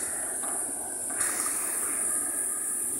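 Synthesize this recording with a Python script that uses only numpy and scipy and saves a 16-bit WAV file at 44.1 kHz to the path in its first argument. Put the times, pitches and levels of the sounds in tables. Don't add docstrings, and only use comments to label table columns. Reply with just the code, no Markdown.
import sys
import numpy as np
from scipy import signal
from scipy.fft import rfft, irfft, next_fast_len
from scipy.io import wavfile
from scipy.ndimage import uniform_filter1d, map_coordinates

SR = 44100
rng = np.random.default_rng(int(sys.argv[2]) if len(sys.argv) > 2 else 0)


def pcm_store(signal):
    levels = np.round(np.clip(np.atleast_2d(signal), -1, 1) * 32767)
    wavfile.write(sys.argv[1], SR, levels.astype(np.int16).T)


N = 131859

# frequency in Hz, relative level in dB per Hz.
FLOOR_COLOUR = [(1000, 0), (2300, 1.5), (3100, -10), (5200, -2), (12000, -1), (15000, -4.5)]
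FLOOR_DB, TOP_HZ = -55, 15760

# time in seconds, level in dB.
RUMBLE_LEVEL = [(0, -46), (.85, -48), (1.25, -46.5), (1.75, -48), (2.07, -45.5), (2.58, -50), (2.99, -45)]
RUMBLE_COLOUR = [(110, -52), (165, -44), (200, -4.5), (280, 3.5), (385, 3.5), (450, -3.5), (560, -15.5),
                 (1000, -26.5)]
BASS_COLOUR = [(22, -43), (38, -12), (62, 2.5), (115, 3.5), (140, -4.5), (165, -15), (260, -54)]
THROB_PER_S, THROB_DB = 15, 1.17
BASS_DB, HUM_HZ, HUM_DB = -15, 82.4, -24
SURGES_S, SURGE_SPREAD_S, SURGE_DB = [.12, 1.22, 2.11, 2.96], 0.032, 5.5

# time in seconds, level in dB.
ROAR_LEVEL = [(0, -48.5), (.3, -45), (.41, -49.5), (.6, -48), (.9, -46), (1.07, -48.5), (1.2, -45.5),
              (1.6, -53), (2.0, -49.5), (2.3, -49.5), (2.6, -54.5), (2.99, -54.5)]
ROAR_COLOUR = [(140, -27), (480, -7.5), (610, 1.5), (735, 3.5), (880, -4.5), (1040, -10), (1250, -17),
               (2000, -24.5), (3000, -50)]
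# time in seconds, level in dB, centre in Hz, width in Hz.
WHEEL_RING = [(0, -45, 1660, 793), (.26, -48, 1650, 698), (.4, -49.5, 1640, 302.3), (.6, -52, 1560, 482),
              (.77, -57, 1556, 257.6), (.93, -52, 1549, 150.5), (1.07, -57.5, 1535, 140.3),
              (1.2, -42, 1607, 450), (1.7, -70, 1660, 330)]
# frequency in Hz, half-width in Hz, relative level in dB.
WHEEL_MODES = [(1229, 33, 0.5), (1315, 28, -14.5), (1643, 54, -1), (1747, 19, -2.5), (2030, 210, -15)]
SING_DB, SING_NEAREST_S, SING_PASS_S, SING_GRAIN_DB = -46.5, 2.2, 0.5, 0.5

# start in seconds, level in dB, pitch in Hz.
THUDS = [(.542, -41, 250), (.683, -33.5, 277), (1.116, -34.5, 294), (1.373, -35.5, 338),
         (2.278, -35.5, 299), (2.354, -39, 280)]
THUD_T60_S = 0.091
# start in seconds, level in dB, centre in Hz.
CLICKS = [(.433, -49.5, 3760), (.481, -53, 2920)]
CLICK_WIDTH_HZ, CLICK_T60_S = 280, 0.052
# start in seconds, knock level in dB, rattle T60 in seconds, note in Hz.
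CLANKS = [(.230, -41.5, 0.51, 645), (.430, -39, 0.86, 1163), (0.481, -45, 0.49, 690),
          (1.098, -40, 0.26, 1544), (2.613, -53, 0.082, 1880)]
# frequency in Hz, half-width in Hz, relative level in dB.
ROD_MODES = [(274, 31, -1), (735, 98, 1.5), (1174, 65, -1.5), (1470, 190, -8), (2090, 220, -18)]
STRIKE_DB, NOTE_DB, NOTE_T60_S = -2.5, 1.5, 0.11

# time in seconds, level in dB.
LEAK_LEVEL = [(0, -32.5), (.62, -32.5), (.86, -35), (1.19, -32), (1.22, -27.5), (1.36, -32), (1.47, -29.5),
              (1.6, -31.5), (1.9, -30.3), (2.1, -29), (2.3, -30.5), (2.63, -31.5), (2.85, -30.5),
              (2.99, -32)]
LEAK_COLOUR = [(2000, -44), (4500, -56), (6400, -38.5), (7000, -25), (7600, -15), (8600, -6.5), (9200, -2),
               (9580, -0.5), (10100, -4), (10800, -8.5), (11650, -13.5), (12250, -45), (15800, -35)]
# time in seconds, level in dB.
FIZZ_LEVEL = [(0, -68), (1.18, -76), (1.23, -40), (1.5, -38.5), (1.78, -36.5), (1.95, -40), (2.05, -47),
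              (2.45, -42.5), (2.99, -48)]
FIZZ_COLOUR = [(9000, -55), (12000, 4), (14000, -2.5), (14700, -10), (15400, -1), (16000, 4)]
# frequency in Hz, full level in dB, time of full level in seconds.
EDGE_TONES = [(13100, -49, 2.72), (14600, -49, 3)]
EDGE_TONE_WIDTH_HZ, EDGE_TONE_RISE_DB_PER_S = 125, 38
JET_NOTE_HZ, JET_NOTE_WIDTH_HZ, JET_NOTE_DB = 9590, 61, -33.5
JET_NOTE_S, JET_NOTE_SPREAD_S = 2.12, 0.12
SPUTTER_PER_S, SPUTTER_DB, SPUTTER_DECAY_S = 110, 0.69, 0.0087

# start in seconds, pop level in dB, hiss level in dB.
SPITS = [(1.21, -33.5, -23), (1.2927, -29, -32), (1.3985, -31, -22), (1.4623, -27, -25)]
SPIT_RISE_S, SPIT_HZ = 0.002, 1234

# start in seconds, body level in dB, treble level in dB,
# hold in seconds, time the port stays open in seconds.
BLASTS = [(-.1, -47, -41.5, 0.07, 0.091), (1.199, -40.5, -40.5, 0.2, 0.77)]
BLAST_BODY_COLOUR = [(130, -56), (280, -4), (560, -6), (950, -3.5), (1250, 2.5), (1420, -2), (1850, 0),
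                     (2550, -5), (2900, -16.5), (3600, -33)]
BLAST_TREBLE_COLOUR = [(2300, -11), (3200, -22), (3750, -2), (4020, -11), (4350, -2), (4650, -7), (5600, 1),
                       (5950, -4), (7100, 5.5), (8500, -1.5), (12000, -32)]
BLAST_ATTACK_S, BLAST_SEEP_S = 0.0064, 0.047
BLAST_FALL_DB_PER_S, BLAST_TREBLE_FALL_DB_PER_S, BLAST_SHUT_DB_PER_S = 8.5, 25.5, 63
BLAST_CRACKLE_DB, BLAST_FLUTTER_DB = 0.64, 0.64


def amp(db):
    return 10 ** (np.asarray(db) / 20)


def unit(x):
    return x / np.sqrt(np.mean(x ** 2) + 1e-20)


def clock():
    return np.arange(N) / SR


def curves(rows):
    times, *columns = np.transpose(rows)
    return [np.interp(clock(), times, column) for column in columns]


def bell(centre_s, spread_s):
    return np.exp(-.5 * ((clock() - centre_s) / spread_s) ** 2)


def wobble(rate):
    return map_coordinates(rng.standard_normal(4096), [clock() * rate], mode="wrap")


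def sputter():
    drops = (rng.random(N) < SPUTTER_PER_S / SR) * rng.uniform(0.32, 1, N)
    flares = signal.lfilter([1], [1, -np.exp(-1 / (SPUTTER_DECAY_S * SR))], drops)
    return unit(flares - flares.mean())


def burst(start, attack, hold, fall_db_per_s):
    age = clock() - start
    fall = amp(-fall_db_per_s * np.maximum(age - hold, 0))
    return np.clip(age / attack, 0, 1) * fall


def filtered(x, response):
    m = next_fast_len(N + SR // 2)
    gains = response(np.fft.rfftfreq(m, 1 / SR))
    return irfft(rfft(x, m) * gains, m)[:N]


def rush(colour, patchy_db):
    spectrum = signal.stft(rng.standard_normal(N), nperseg=512)[2]
    patches = uniform_filter1d(rng.standard_normal(spectrum.shape), size=4, axis=0)
    patches = uniform_filter1d(patches, size=22, axis=1)
    noise = signal.istft(spectrum * amp(patchy_db * unit(patches)), nperseg=512)[1][:N]
    f, db = np.transpose(colour)
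    return unit(filtered(noise, lambda hz: amp(np.interp(np.log(hz + 1), np.log(f), db))))


def resonant(modes):
    def response(f):
        return sum(amp(db) / (1 + ((f - hz) / width) ** 2) for hz, width, db in modes)
    return unit(filtered(rng.standard_normal(N), response))


def moving_band(hz, width):
    knots = np.cumsum(width) / SR
    re = map_coordinates(rng.standard_normal(16384), [knots], mode="wrap")
    im = map_coordinates(rng.standard_normal(16384), [knots], mode="wrap")
    carrier = np.exp(2j * np.pi * np.cumsum(hz) / SR)
    return unit(np.real((re + 1j * im) * carrier))


def diffuse_hiss():
    return amp(FLOOR_DB) * rush(FLOOR_COLOUR, patchy_db=5.0)


def rumble():
    level_db, = curves(RUMBLE_LEVEL)
    throb = np.sin(2 * np.pi * THROB_PER_S * clock() + wobble(rate=2.0))
    body = rush(RUMBLE_COLOUR, patchy_db=1.1) * amp(THROB_DB * throb)
    hum = amp(HUM_DB) * unit(np.sin(2 * np.pi * HUM_HZ * clock() + .5 * wobble(rate=3.4)))
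    surge = sum(bell(s, SURGE_SPREAD_S) for s in SURGES_S)
    bass = amp(BASS_DB + SURGE_DB * surge) * rush(BASS_COLOUR, patchy_db=0.5)
    return amp(level_db) * (body + hum + bass)


def wheels():
    roar_db, = curves(ROAR_LEVEL)
    ring_db, hz, width = curves(WHEEL_RING)
    roar = rush(ROAR_COLOUR, patchy_db=1.55) * amp(roar_db + 0.45 * wobble(rate=35))
    ring = moving_band(hz, width) * amp(ring_db)
    nearness = bell(SING_NEAREST_S, SING_PASS_S)
    sing = resonant(WHEEL_MODES) * nearness * amp(SING_DB + SING_GRAIN_DB * sputter())
    return roar + ring + sing


def thuds():
    out = np.zeros(N)
    for s, db, hz in THUDS:
        boom = np.sin(2 * np.pi * hz * (clock() - s))
        out += amp(db) * boom * burst(s, 0.0065, 0, 60 / THUD_T60_S)
    return out


def clicks():
    out = np.zeros(N)
    for s, db, hz in CLICKS:
        snap = resonant([(hz, CLICK_WIDTH_HZ, 0)])
        out += amp(db) * snap * burst(s, 0.0026, 0.005, 60 / CLICK_T60_S)
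    return out


def rod_strike(start):
    age = np.maximum(clock() - start, 0)
    ringing = sum(amp(db) * np.cos(2 * np.pi * hz * age) * np.exp(-np.pi * width * age)
                  for hz, width, db in ROD_MODES)
    return (clock() >= start) * ringing


def clanks():
    rattle, out = resonant(ROD_MODES), np.zeros(N)
    for s, knock_db, t60, note_hz in CLANKS:
        age = np.maximum(clock() - s, 0)
        strike = amp(STRIKE_DB) * rod_strike(s)
        note = np.sin(2 * np.pi * note_hz * age) * burst(s, 0.0037, 0.0061, 60 / NOTE_T60_S)
        dying_rattle = rattle * burst(s, 0.0035, 0, 60 / t60)
        out += amp(knock_db) * (strike + amp(NOTE_DB) * note + dying_rattle)
    return out


def leak():
    level_db, = curves(LEAK_LEVEL)
    fizz_db, = curves(FIZZ_LEVEL)
    flare_db = SPUTTER_DB * sputter()
    out = rush(LEAK_COLOUR, patchy_db=1.26) * amp(level_db + flare_db)
    out += rush(FIZZ_COLOUR, patchy_db=2.5) * amp(fizz_db + flare_db)
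    for hz, full_db, full_s in EDGE_TONES:
        tone_db = full_db - EDGE_TONE_RISE_DB_PER_S * np.maximum(full_s - clock(), 0)
        out += resonant([(hz, EDGE_TONE_WIDTH_HZ, 0)]) * amp(tone_db)
    return out


def jet_note():
    whistle = resonant([(JET_NOTE_HZ, JET_NOTE_WIDTH_HZ, 0)])
    return amp(JET_NOTE_DB) * bell(JET_NOTE_S, JET_NOTE_SPREAD_S) * whistle


def spits():
    hiss, out = resonant([(9680, 510, 0)]), np.zeros(N)
    for s, pop_db, hiss_db in SPITS:
        age = np.maximum(clock() - s, 0)
        pop = np.sin(2 * np.pi * SPIT_HZ * age)
        u = age / SPIT_RISE_S
        flash = u * np.exp(1 - u)
        out += flash * (amp(pop_db) * pop + amp(hiss_db) * hiss)
    return out


def blasts():
    body = rush(BLAST_BODY_COLOUR, patchy_db=2.5) * amp(BLAST_CRACKLE_DB * sputter())
    treble = rush(BLAST_TREBLE_COLOUR, patchy_db=3.0) * amp(BLAST_FLUTTER_DB * wobble(rate=78))
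    out = np.zeros(N)
    for s, body_db, treble_db, hold, open_s in BLASTS:
        port = amp(-BLAST_SHUT_DB_PER_S * np.maximum(clock() - s - open_s, 0))
        body_swell = burst(s - BLAST_SEEP_S, BLAST_SEEP_S, hold, BLAST_FALL_DB_PER_S)
        treble_swell = burst(s, BLAST_ATTACK_S, hold, BLAST_TREBLE_FALL_DB_PER_S)
        out += port * amp(body_db) * body * body_swell
        out += port * amp(treble_db) * treble * treble_swell
    return out


def scene():
    background = diffuse_hiss() + rumble() + wheels()
    metal = thuds() + clicks() + clanks()
    steam = leak() + jet_note() + spits() + blasts()
    return np.tile(background + metal + steam, (2, 1))


def record(dry):
    return np.array([filtered(channel, lambda hz: hz < TOP_HZ) for channel in dry])


dry = scene()
out = record(dry)
pcm_store(out)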